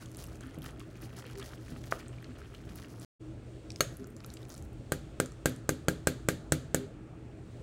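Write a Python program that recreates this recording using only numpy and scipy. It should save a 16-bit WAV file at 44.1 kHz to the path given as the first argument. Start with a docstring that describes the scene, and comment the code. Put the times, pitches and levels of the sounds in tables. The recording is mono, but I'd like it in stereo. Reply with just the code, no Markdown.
"""Small kitchen, two-microphone handheld recorder just above a metal saucepan, an appliance humming throughout.
First boiled potatoes are mashed: ringing air pockets crackle and pop, noise bursts smack, a cavity is sucked open.
After an edit and a short silence the wet crackle returns and the masher's steel shaft clinks on the rim amid it.
Last, nine knocks clean the masher: decaying modes of the full pan, noise cracks and the room's reply.
Under it all lies the hum, shaped noise with drones and a mains tone, and now and then a soft sine hoot."""
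import sys
import numpy as np
from scipy import signal
from scipy.fft import next_fast_len
from scipy.io import wavfile

SR = 44100
rng = np.random.default_rng(int(sys.argv[2]) if len(sys.argv) > 2 else 0)


def invert_db(level):
    """Linear amplitude ratio for a level in decibels (20 dB per decade), elementwise."""
    return 10 ** (np.asarray(level, dtype=float) / 20)


def wav_record(signal):
    """Record a signal, one row per channel, as 16-bit PCM in the file named by sys.argv[1]."""
    frames = np.transpose(np.atleast_2d(signal))
    bounded = np.clip(frames, -1, 1)
    # unit amplitude maps onto the largest positive 16-bit level
    quanta = np.round(bounded * 32767).astype(np.int16)
    wavfile.write(sys.argv[1], SR, quanta)


N = 336042

# steady seething of the worked mash, one curve each side of the edit: t/s, squelch level/dB, crackle level/dB
SEETHE = [
    [(0.0, -78, -61.5), (0.3, -62, -61), (0.5, -62.5, -66), (0.66, -58, -64), (0.74, -62, -73),
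     (0.9, -67, -65.5), (0.98, -64, -62.5), (1.12, -57.5, -66), (1.3, -61.5, -57.5), (1.6, -59.5, -63.5),
     (1.9, -61.5, -61), (2.1, -60, -78), (2.4, -62, -73), (2.7, -60, -61), (3.05, -62.5, -62)],
    [(3.69, -84, -99), (3.8, -85, -55.5), (3.95, -70, -66), (4.1, -70, -70), (4.3, -68, -67),
     (4.5, -71, -65), (4.6, -76, -67), (4.76, -90, -80), (4.85, -94, -95)],
]
# squishes as the masher presses a lump flat: t/s, hold/s, squelch level/dB, crackle level/dB
SQUISHES = [(0.0, 0.026, -59.5, -73), (0.142, 0.086, -79, -50.5), (0.404, 0.046, -63, -60.5),
            (0.613, 0.044, -66, -54.5), (0.79, 0.0059, -59, -62), (1.009, 0.032, -57, -58),
            (1.156, 0.044, -58, -54), (1.235, 0.033, -51.5, -81), (1.37, 0.093, -56, -50.5),
            (1.65, 0.06, -65, -64), (1.831, 0.094, -60, -56), (1.906, 0.0067, -44, -45.5),
            (1.914, 0.013, -69, -50), (1.984, 0.016, -53, -56), (2.202, 0.018, -53.5, -79),
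            (2.381, 0.0083, -67, -57), (2.528, 0.011, -59, -58), (2.754, 0.07, -62, -54.5),
            (3.006, 0.074, -76.5, -55.5), (3.759, 0.012, -71, -62.5), (3.995, 0.019, -70, -59),
            (4.476, 0.09, -82, -54)]
SQUISH_RISE_S, SQUISH_T60_S = 0.0061, 0.13
# single pops of air in the mash: t/s, splash level/dB, splash f/Hz, ring f/Hz, ring level/dB
POPS = [(0.059, -42, 7250, 3300, -41), (0.116, -41, 8550, 1190, -61), (0.1465, -41, 6300, 1640, -65),
        (0.17, -34, 9600, 1190, -57), (0.205, -52, 6600, 3180, -44), (0.2237, -46, 6330, 1210, -45),
        (0.24, -34, 10520, 2820, -34), (0.265, -43, 6000, 1300, -62), (0.271, -40, 13000, 1300, -63),
        (0.356, -44, 7500, 2200, -49), (0.47, -47, 10000, 1300, -56), (0.509, -50, 7000, 3330, -45),
        (0.685, -47, 8000, 1300, -60), (0.283, -57, 5660, 1230, -37.5), (0.408, -37.5, 6100, 1620, -43),
        (0.4372, -64, 5350, 1610, -35.5), (0.5447, -44, 7270, 2050, -43), (0.586, -45, 11300, 1300, -45),
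        (0.62, -41, 11840, 3240, -39), (0.6416, -38, 12700, 2500, -39), (0.662, -44, 7310, 1160, -38),
        (0.7076, -43, 8000, 1220, -44), (0.796, -43, 8200, 2320, -46), (0.814, -55, 7060, 1170, -43),
        (0.955, -49.5, 5540, 2400, -35.5), (1.02, -39.5, 10300, 1700, -47), (1.168, -42.5, 8520, 1820, -50),
        (1.1874, -35, 6440, 1420, -53), (1.2246, -59, 5650, 1460, -41), (1.266, -44, 9360, 3210, -32.5),
        (1.3544, -44, 5210, 1980, -48), (1.398, -38, 7600, 1220, -41), (1.4266, -45, 7260, 3320, -32.5),
        (1.532, -63, 7800, 1330, -46), (1.6812, -49, 6530, 1930, -42), (1.762, -63, 5620, 1310, -48),
        (1.8393, -44.5, 6670, 2080, -56), (1.8801, -49, 6240, 1400, -59), (1.9984, -59, 5490, 1410, -52),
        (2.082, -42.5, 7600, 1600, -64), (2.184, -69, 5610, 2300, -41), (2.225, -49, 10160, 2620, -50),
        (2.244, -41, 4700, 2070, -54), (2.5478, -54, 8910, 2950, -37), (2.757, -37, 12450, 1350, -63),
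        (2.998, -39.5, 7790, 1350, -62), (3.704, -28, 4800, 2475, -38), (3.7188, -37, 6050, 1250, -69),
        (3.7597, -30.5, 5000, 2270, -41), (3.9696, -38.5, 9900, 1190, -61), (4.043, -44.5, 5400, 1430, -45),
        (4.0713, -41, 10400, 1250, -53), (4.1033, -50, 10200, 1750, -64), (4.1655, -41, 7250, 1180, -58),
        (4.204, -38.5, 5000, 1350, -47), (4.239, -50, 10400, 2480, -45), (4.2457, -34.5, 4850, 1330, -40.5),
        (4.2626, -37, 10100, 1430, -58), (4.302, -35, 4830, 1480, -62), (4.339, -36, 8800, 1200, -67),
        (4.43, -49, 5200, 3780, -33.5), (4.452, -42, 5370, 2480, -50), (4.493, -40, 11600, 2300, -64),
        (4.502, -39, 5300, 1390, -61), (4.5218, -36, 6400, 1470, -60), (4.543, -40, 8730, 1340, -48),
        (4.55, -38, 5200, 1420, -64), (4.5782, -40, 7850, 2470, -62), (4.624, -37.5, 7850, 1350, -61),
        (4.65, -50, 11400, 1300, -62), (4.731, -55, 10600, 1310, -62), (4.736, -61, 9700, 1300, -62),
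        (5.2593, -32.5, 7700, 1410, -41), (5.32, -43, 7060, 1270, -50), (5.495, -36, 11900, 1560, -53),
        (5.562, -40, 8000, 1330, -57), (5.9282, -48, 6610, 1610, -47)]
POP_PAN_DB, POP_PAN_SCATTER_DB = 5.5, 0.5   # pops lie left of centre
# wet smacks, each a broad burst: t/s, level/dB, f/Hz
SMACKS = [(0.6449, -43, 1360), (0.6597, -34.5, 1400), (0.8023, -42.5, 2300), (1.0274, -46, 1800),
          (1.1804, -41, 1400), (1.2231, -40, 1430), (1.266, -50, 3150), (1.3553, -43.5, 2000),
          (1.3997, -40, 3270), (1.4144, -45, 1300), (1.4894, -48, 3200), (1.5334, -40, 1360),
          (1.6814, -46.5, 1930), (1.761, -41.5, 1340), (1.8387, -42, 2110), (1.9984, -44, 1400),
          (2.0274, -46, 1600), (2.0627, -48, 1630), (2.127, -51, 2320), (2.183, -56, 2310),
          (2.2428, -43.5, 2100), (2.4162, -43, 1380), (2.5481, -44, 2900), (2.6904, -45, 1910),
          (2.7856, -44.5, 2370), (2.845, -43, 2060), (4.2038, -51, 1340), (4.369, -40.5, 3660)]
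SMACK_T60_S, SMACK_SPREAD = 0.017, 1.68   # spread: ratio of band edge to centre
# the masher sucks free of the mash: t/s, strength/dB
SUCTIONS = [(1.9232, -13.5)]
# the cavity it leaves: f/Hz, level/dB, t60/s, starting phase/rad
CAVITY_MODES = [(644, -5, 0.011, 7.5), (1250, 2.5, 0.0056, 2.4), (2300, -40, 0.0071, -7.5),
                (7060, -23.5, .005, 9), (10250, -3, .005, 9.5)]
# masher on the pan: t/s, strength/dB, then relative thud/dB, sharpness/dB, clank/dB, boom/dB,
# and lead of the lower clank modes over the upper/dB
TAPS = [(4.92, -23.5, -8.5, -6.5, 1.5, -9, 3), (5.2, -22, -5, -7.5, 1, -11.5, 7),
        (5.457, -21, -4, -4, 1.5, -9, 3), (5.691, -21.5, -5.5, -6.5, -1, -6.5, 6),
        (5.883, -20, -4.5, -7.5, 4.5, -9, -2), (6.071, -21, -5, -4, 3, -9, 1.5),
        (6.286, -21, -4, -4.5, 3, -3.5, 0.5), (6.521, -22.5, -2.5, -3, -4.5, -3.5, 1.5),
        (6.745, -22, -1.5, -5, -2, -9, -2.5)]
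# soft shoves of the pan on the hob: t/s, strength/dB
SHOVES = [(0.578, -28.5), (1.029, -39), (1.4, -64), (1.721, -30.5), (2.288, -39), (4.018, -58.5)]
# modes of the pan full of mash: f/Hz, level/dB, t60/s, left-right/dB, left lead/rad
PAN_MODES = [(84, -12, 0.48, -4, 0.5), (103, -9, 0.02, 10, 6.5), (154.6, 2, 0.14, 0.5, 0),
             (182, -2.5, 0.097, -1.5, -0.2), (257.5, -7, 0.28, 3, -0.5), (316.4, 3.5, 0.085, -2.5, -1.5),
             (425, -17, 0.07, -8, 1.5), (484, -0.5, 0.016, -5, -0.77), (568, -4, 0.016, 11, 0.4),
             (777, -12.5, 0.029, 11, 2.5), (1270, -1.5, 0.0066, -2, 2), (1410, -18.5, 0.05, -11, -10.5),
             (1430, -6.5, 0.025, -14.5, -2), (1510, -10.5, 0.036, -13.5, 9), (1610, -9, 0.049, -12, 4),
             (2050, -17.5, 0.016, -21, 1.5), (2290, -31.5, 0.025, -9, 0.8), (2950, -3.5, 0.0029, 13.5, 2),
             (2400, -20, 0.016, -8, 2.5), (6530, -8, 0.017, 3, 2), (7160, -8, 0.018, 1, 3),
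             (7830, -1.5, 0.0049, 19.5, 5)]
# the shaft clinks on the rim, a single row: t/s, ring strength/dB, crack level/dB
CLINK = (3.806, -15, -24)
# modes of the masher's steel shaft: f/Hz, level/dB, t60/s
SHAFT_MODES = [(163, -24, 0.183), (448, -20, 0.056), (515, -25, .03), (578, -10.5, 0.046),
               (660, -16, 0.031), (1170, -19.5, 0.037), (1300, -17.5, 0.022), (1340, -12.5, 0.022),
               (1620, -17, 0.042), (2320, -9, 0.019), (2860, -16, 0.038), (3870, -22, 0.027),
               (4180, -17.5, 0.032), (4370, -5.5, .03), (6440, -3, 0.03), (6550, -13, 0.03),
               (6555, -24, 0.23)]
# crack of the masher's edge on the rim: f/Hz, relative level per Hz/dB, left-right/dB
CRACK_SPECTRUM = [(1547, 6, 9), (2390, -3.5, 10.5), (3500, -7.5, -10), (4370, -5.5, -13),
                  (5300, -11.5, 14.5), (6400, -4.5, 21.5), (7600, -0.5, 1), (8900, 1, 4), (10200, -2, -0.5),
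                  (13200, -8, -6), (15500, 4, 10)]
# how far the left microphone leads in the crack: f/Hz, left lead/rad
CRACK_LEAD = [(0, 0), (1460, -2), (1810, -2.5), (2840, 5.5), (4130, -6), (6630, 6), (7750, -2), (10100, -2),
              (11200, -1.8), (12100, -2.4), (12800, 1.5), (16600, -26.5)]
# treble of the room's answer to a knock: f/Hz, relative level per Hz/dB, t60/s
AFTERSOUND = [(1400, -9, 0.8), (2400, -8, 0.2), (3980, -9, 0.42), (5300, -21.5, 0.33), (7000, -12.5, 0.4),
              (9000, -18, 0.32), (12000, -21.5, 0.27), (15700, -29, .2)]
# reverberation of the kitchen: f/Hz, t60/s, level/dB
KITCHEN = [(60, 0.79, -6.5), (250, 0.16, -1), (1000, 0.34, -11.5), (3500, 0.25, -9), (5500, 0.25, -16),
           (8000, 0.27, -6), (15830, 0.25, -12.5)]
# likeness of the two microphones in diffuse sound: f/Hz, likeness (-1 to 1)
LIKENESS = [(60, 1), (180, 0.91), (550, 0.27), (1650, -0.26), (4970, 0.89), (15000, -0.43)]
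# balance of the two microphones: f/Hz, left-right/dB
BALANCE_DB = [(60, 3), (180, -0.5), (550, 0), (1650, 0.5), (4970, 3), (15000, 9)]
# spectrum of the hum and air of the kitchen: f/Hz, relative level per Hz/dB
AIR_SPECTRUM = [(15, -38), (25, -30), (69, -18.5), (91, -11), (113, -9.5), (313, -13.5), (552, -20),
                (631, -18.5), (1080, -35.5), (1340, -21), (1750, -37.5), (2010, -31.5), (3200, -38),
                (5000, -45), (6350, -45), (8040, -43.5), (10200, -60), (13000, -59), (16300, -57.5)]
AIR_DB = -50.5
# rough drones in the hum: f/Hz, width/Hz, level/dB
DRONES = [(61.5, 35.3, -52.5), (119.3, 19, -55), (250, 40, -63.5), (318.7, 26, -57.5), (400, 46, -62)]
MAINS_HZ, MAINS_DB = 121.5, -54.5
# course of the hum, one curve each side of the edit: t/s, relative level/dB
SWELL = [
    [(0.0, 0), (3.05, -0.5)],
    [(3.2, 0), (7.62, 0.5)],
]
# short low hoots that swell out of the hum: t/s, length/s, f/Hz, peak level/dB
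HOOTS = [(0.417, 0.1, 260, -45.5), (1.342, 0.087, 393.5, -42), (1.386, 0.078, 250, -48),
         (2.261, 0.077, 250, -45.5), (3.985, 0.067, 401, -43.5), (3.99, 0.07, 259, -43),
         (6.776, 0.1, 400, -40.5)]
EDIT_OUT_S, EDIT_IN_S, FADE_IN_S = 3.048, 3.195, 0.019
EDGES_HZ = 25 * 2 ** np.arange(0, 9.6, .34)   # bands for the hum and the reverberation


def rms_one(x):
    """Scale to unit rms."""
    return x / np.sqrt(np.mean(x ** 2) + 1e-20)


def in_time(tables, column, outside):
    """One column of several curves over time, with a resting value between them."""
    t, out = np.arange(N) / SR, np.full(N, float(outside))
    for rows in map(np.array, tables):
        inside = (t >= rows[0, 0]) & (t <= rows[-1, 0])
        out[inside] = np.interp(t[inside], rows[:, 0], rows[:, column])
    return out


def at_hz(points, hz, column=1):
    """Read a spectrum on a log-frequency axis."""
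    points = np.array(points)
    return np.interp(np.log(hz), np.log(points[:, 0]), points[:, column])


def bands(edges):
    """Neighbouring bands, dealt in turn to two noises: noise index, low edge, high edge, centre in Hz."""
    return [(k % 2, low, high, np.sqrt(low * high)) for k, (low, high) in enumerate(zip(edges, edges[1:]))]


def sides(pan_db):
    """Left and right gains of a left-right difference in dB."""
    return invert_db(np.multiply.outer([.5, -.5], pan_db))


def drift(rate):
    """Slow random wandering of unit rms: two-pole low-passed noise, drawn every 40 samples."""
    pole = np.exp(-80 * np.pi * rate / SR)
    white = rng.standard_normal(N // 40 + 2002)
    slow = signal.lfilter([1], [1, -2 * pole, pole * pole], white)[2000:]   # drop the filter's start
    return np.interp(np.arange(N) / 40, np.arange(len(slow)), rms_one(slow))


def ring(x, hz, t60, phase=0.):
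    """Two-pole resonance: a unit click sets a decaying sine of height 1 ringing."""
    r, w = invert_db(-60 / (t60 * SR)), 2 * np.pi * hz / SR
    return signal.lfilter([np.sin(phase), r * np.sin(w - phase)], [1, -2 * r * np.cos(w), r * r], x + 1e-18)


def ring_pair(force, hz, t60, lead):
    """One mode at both microphones, the left ahead in phase by lead (rad)."""
    return np.array([ring(force, hz, t60, lead / 2), ring(force, hz, t60, -lead / 2)])


def band(x, low_hz, high_hz):
    """Butterworth band-pass."""
    return signal.sosfilt(signal.butter(2, [low_hz, high_hz], "band", fs=SR, output="sos"), x)


def diffuse(white, hz):
    """Mid and side noise to a left-right pair, as alike as the room makes it at this pitch."""
    alike = np.clip(at_hz(LIKENESS, hz), -1, 1)
    mid, side = np.sqrt(1 + alike) * white[0], np.sqrt(1 - alike) * white[1]
    pair = mid + side * [[1], [-1]]
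    return pair * sides(at_hz(BALANCE_DB, hz))[:, None] / np.sqrt(2)


def blows(rows, length_s, rattle):
    """Force of each blow: a smooth push away from the microphones, broken up by rattle."""
    size = max(round(length_s * SR), 3)
    out, grit = np.zeros(N), rng.standard_normal((len(rows), 400))
    for (s, db), noise in zip(rows, grit):
        push = np.hanning(size + 2)[1:-1] * (rattle * noise[:size] - 1)
        i = round(s * SR)
        out[i:i + size] += invert_db(db) * push / np.sqrt(size)
    return out


def mash_level(column):
    """Level in dB of the steady seething plus every squish: quick rise, hold, dying away."""
    age, power = np.arange(SR // 3) / SR, invert_db(2 * in_time(SEETHE, column=column, outside=-120))
    for row in SQUISHES:
        start_s, hold_s, level_db = row[0], row[1], row[column + 1]
        fall_db = -60 * np.clip(age - SQUISH_RISE_S - hold_s, 0, None) / SQUISH_T60_S
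        rise = np.clip(age / SQUISH_RISE_S, 0, 1) ** 2
        i = round(max(start_s, 0) * SR)
        power[i:i + len(age)] += invert_db(2 * (level_db + fall_db)) * rise
    return 10 * np.log10(power)


def grains(level_db, typical_per_s, low_hz, high_hz, cycles, spread_db):
    """Tiny air pockets burst at random, in clumps, each ringing briefly; each pitch has its own lag."""
    sizes = invert_db(spread_db * np.minimum(rng.exponential(1, N), 4)) * rng.choice([-1, 1], N)
    born = rng.random(N) < typical_per_s * invert_db(7.0 * drift(15)) / SR
    dealt, out = rng.integers(0, 12, N), np.zeros((2, N))
    for k, hz in enumerate(np.geomspace(low_hz, high_hz, 12)):
        soft_onset = ring(sizes * born * (dealt == k), hz, 1.2 / hz)
        pocket = ring(soft_onset, hz, cycles / hz) * hz
        lagged = np.roll(pocket, rng.integers(-9, 10))
        out += np.array([pocket, lagged]) * sides(at_hz(BALANCE_DB, hz))[:, None]
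    return invert_db(level_db) * rms_one(out)


def pops(cycles, rise_s, splash_s, spread):
    """Each pop of air is a short ring at its pitch plus a wet splash of noise around a higher one."""
    out, t = np.zeros((2, N)), np.arange(512) / SR
    noise, place = rng.standard_normal((len(POPS), 2, 512)), rng.uniform(-1.0, 1, (len(POPS), 2))
    for (s, splash_db, splash_hz, hz, db), splash, (side, lag) in zip(POPS, noise, place):
        ear_t = t + [[0], [0.00028 * lag - .00015]]   # the right side is shifted in phase
        tone = invert_db(db) * np.sin(2 * np.pi * hz * ear_t) * invert_db(-60 * t * hz / cycles)
        hiss = rms_one(band(splash, splash_hz / spread, min(splash_hz * spread, 16500)))
        wet = invert_db(splash_db) * hiss * invert_db(-60 * t / splash_s)
        i, pan_db = round(s * SR), POP_PAN_DB + POP_PAN_SCATTER_DB * side
        out[:, i:i + 512] += sides(pan_db)[:, None] * (tone + wet) * np.clip(t / rise_s, 0, 1)
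    return out


def smacks():
    """Wet mash parting: a short decaying burst of noise over more than an octave."""
    out, t = np.zeros((2, N)), np.arange(1024) / SR
    for (s, db, hz), noise in zip(SMACKS, rng.standard_normal((len(SMACKS), 1024))):
        hiss = rms_one(band(noise, hz / SMACK_SPREAD, hz * SMACK_SPREAD))
        burst = hiss * np.clip(t / 0.0017, 0, 1) * invert_db(db - 60 * t / SMACK_T60_S)
        i = round(s * SR)
        out[:, i:i + 1024] += sides(2.5)[:, None] * burst
    return out


def suction():
    """One soft pulse rings the modes of the closing cavity for a few cycles."""
    force = invert_db(-3.0) * blows(SUCTIONS, 0.00046, rattle=0.)
    return sum(invert_db(level_db) * ring(force, hz, t60, phase) for hz, level_db, t60, phase in CAVITY_MODES)


def pan(scatter_db, boom_hz, thud_hz, clank_hz, lean_hz, sharp_hz):
    """Blows ring the pan's modes: thud and shoves the low, taps and shoves the middle, the sharp edge the high."""
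    s, db, thud_db, sharp_db, clank_db, boom_db, lean_db = np.transpose(TAPS)
    shove, out = blows(SHOVES, 0.0016, rattle=0.38) * invert_db(-22.0), np.zeros((2, N))
    s = s + .0008   # the full weight lands just after the first touch
    for hz, level_db, t60, pan_db, lead in PAN_MODES:
        strength = db + scatter_db * rng.standard_normal(len(s))
        if hz < thud_hz:
            strength = strength + (boom_db if hz < boom_hz else thud_db)
            force = invert_db(-8.5) * blows(np.c_[s, strength], 0.00018, rattle=0.56) + shove
        elif hz < sharp_hz:
            if hz > clank_hz:   # the wall clanks as the point of contact shifts
                strength = strength + clank_db + lean_db * (hz < lean_hz)
            force = invert_db(-2.0) * blows(np.c_[s, strength], 0.00027, rattle=0.051) + invert_db(1.5) * shove
        else:
            strength = strength - clank_db * (hz > 7000)   # where the wall clanks less, the rim pings more
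            force = invert_db(10.5) * blows(np.c_[s, strength + sharp_db], .0001, rattle=0.13)
        out += invert_db(level_db) * sides(pan_db)[:, None] * ring_pair(force, hz, t60, lead)
    return out


def shaft():
    """One short hard blow rings the shaft's modes, each with its own place between the microphones."""
    s, ring_db, _ = CLINK
    force = blows([(s + .0006, ring_db)], .0001, rattle=0.)
    place = rng.uniform(-0.25, 1, len(SHAFT_MODES))
    first = round(s * SR)
    force, rung = force[first:first + SR // 2], 0
    for (hz, db, t60), side in zip(SHAFT_MODES, place):
        pair = ring_pair(force, hz, t60, 2 * side * hz / 3000)
        rung = rung + invert_db(db) * sides(1.6 + 3 * side)[:, None] * pair
    return np.pad(rung, ((0, 0), (first, N - first - len(force))))


def crack(rise_s, snap_s, jangle_s, jangle_db, room_db, build_s, alike):
    """Broad noise on clink and taps, then a loose jangle of handle and rim; the walls answer with dying noise."""
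    clink_s, _, clink_db = CLINK
    first = round(clink_s * SR) - 64
    size, t = N - first, np.arange(SR // 8) / SR
    shape, struck = np.full(size, 1e-9), np.full(size, 1e-18)
    snap, jangle = invert_db(-60 * t / snap_s), invert_db(jangle_db - 60 * t / jangle_s)
    burst = np.clip(t / rise_s, 0, 1) ** 2 * (snap + jangle)
    for s, level_db in [(row[0], row[1] + row[3]) for row in TAPS] + [(clink_s, clink_db)]:
        i = round(s * SR) - first
        shape[i:i + len(t)] += invert_db(level_db + 17.5) * burst
        struck[i] = invert_db(2 * (level_db + room_db))   # power thrown at the walls
    build = np.exp(-1 / (build_s * SR))
    struck = signal.lfilter([1 - build], [1, -build], struck)
    walls = rng.standard_normal((2, 2, size))
    own, shared = rng.standard_normal((2, 2, size)) * shape, rng.standard_normal((2, size)) * shape
    # the analytic signal lets the shared part be turned in phase
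    turned, out = signal.hilbert(shared, next_fast_len(size))[:, :size], 0
    for k, low, high, hz in bands(1200 * 2 ** np.arange(0, 4, 1 / 3)):
        lead = np.exp(.5j * at_hz(CRACK_LEAD, hz) * np.array([[1], [-1]]))
        pair = np.sqrt(alike) * (turned[k] * lead).real + np.sqrt(1 - alike) * own[k]
        gain = invert_db(at_hz(CRACK_SPECTRUM, hz)) * sides(at_hz(CRACK_SPECTRUM, hz, column=2))[:, None]
        out = out + gain * band(pair, low, high)
        fade = invert_db(-2 * 60 / (at_hz(AFTERSOUND, hz, column=2) * SR))
        power = signal.lfilter([1], [1, -fade], struck)
        answer = np.sqrt(power) * diffuse(band(walls[k], low, high), hz)
        out = out + invert_db(at_hz(AFTERSOUND, hz)) * answer
    return np.pad(out, ((0, 0), (first, 0)))


def kitchen(x):
    """Reverberation: noise that builds up within 2 ms and dies away band by band."""
    t, tail = np.arange(SR // 2) / SR, 0
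    white = rng.standard_normal((2, 2, len(t)))
    for k, low, high, hz in bands(EDGES_HZ):
        t60 = at_hz(KITCHEN, hz)
        even_energy = np.sqrt(2 * np.log(1000) / (t60 * SR))   # the level does not depend on t60
        decay = invert_db(at_hz(KITCHEN, hz, column=2) - 60 * t / t60) * even_energy
        tail = tail + decay * diffuse(band(white[k], low, high), hz)
    tail = tail * np.clip(t / 0.0021, 0, 1) ** 2
    return signal.fftconvolve(x.mean(axis=0, keepdims=True), tail, axes=1)[:, :N]


def hum(patchy_db, steady_hz, waver_db):
    """Broad appliance noise, with a mains tone and rough drones where motor and room resonate."""
    white, air = rng.standard_normal((2, 2, N)), 0
    gust = drift(1.6)   # the treble swells and sinks as a whole
    for k, low, high, hz in bands(EDGES_HZ):
        patches = patchy_db * min(1, steady_hz / hz) * drift(9.2)   # steadier above steady_hz
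        level_db = at_hz(AIR_SPECTRUM, hz) + patches + 2.1 * gust * (hz > 2500)
        air = air + invert_db(level_db) * diffuse(band(white[k], low, high), hz)
    out = invert_db(AIR_DB) * rms_one(air)
    for hz, width, level_db in DRONES:
        tone = rms_one(band(rng.standard_normal((2, N)), hz - width / 2, hz + width / 2))
        out += invert_db(level_db + waver_db * drift(2.3)) * diffuse(tone, hz)
    mains = np.sqrt(2) * np.sin(2 * np.pi * MAINS_HZ * np.arange(N) / SR)
    out += invert_db(MAINS_DB + waver_db * drift(4.1)) * mains
    return out * invert_db(in_time(SWELL, column=1, outside=0))


def hoots():
    """Short sines that swell and fade, alike at both microphones."""
    out = np.zeros(N)
    for s, length, hz, db in HOOTS:
        t = np.arange(round(length * SR)) / SR
        i = round(s * SR)
        out[i:i + len(t)] += invert_db(db) * np.sin(np.pi * t / length) * np.sin(2 * np.pi * hz * t)
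    return out


def scene():
    """Mash, pan and shaft close to the microphones, ringing in the kitchen over the hum."""
    squelch = grains(mash_level(column=1), 400, 1320, 4400, cycles=14.0, spread_db=2.0)
    crackle = grains(mash_level(column=2), 800, 5500, 18000, cycles=0.46, spread_db=0.5)
    bursts = pops(cycles=24, rise_s=0.0004, splash_s=0.0065, spread=1.3) + smacks()
    mash = squelch + crackle + bursts + suction()
    knocks = pan(1.5, boom_hz=170, thud_hz=370, clank_hz=1000, lean_hz=1370, sharp_hz=3000) + shaft()
    cracks = crack(0.0011, 0.0076, 0.099, jangle_db=-19.0, room_db=-1.5, build_s=0.0019, alike=.85)
    near = signal.sosfilt(signal.butter(2, 55, "high", fs=SR, output="sos"), [mash, knocks])
    # the body of each knock fills the room
    dull = signal.sosfilt(signal.butter(2, 1300, fs=SR, output="sos"), near[1])
    background = hum(patchy_db=3.0, steady_hz=700, waver_db=2.0) + hoots()
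    return near.sum(axis=0) + cracks + kitchen(near[0] + dull) + background


def band_limit(x):
    """A steep low-pass at the top of the band."""
    return signal.sosfilt(signal.butter(12, 17080, fs=SR, output="sos"), x)


def record(dry):
    """An edit leaves a short silence and a quick fade-in; a steep low-pass cuts the very top."""
    t = np.arange(N) / SR
    gate = np.where(t < EDIT_OUT_S, 1, np.clip((t - EDIT_IN_S) / FADE_IN_S, 0, 1))
    top_cut = signal.cheby2(12, 18, 16000, fs=SR, output="sos")   # 18 dB down from 16 kHz
    mix = signal.sosfilt(top_cut, dry * gate)
    return band_limit(mix)


dry = scene()
out = record(dry)
wav_record(out)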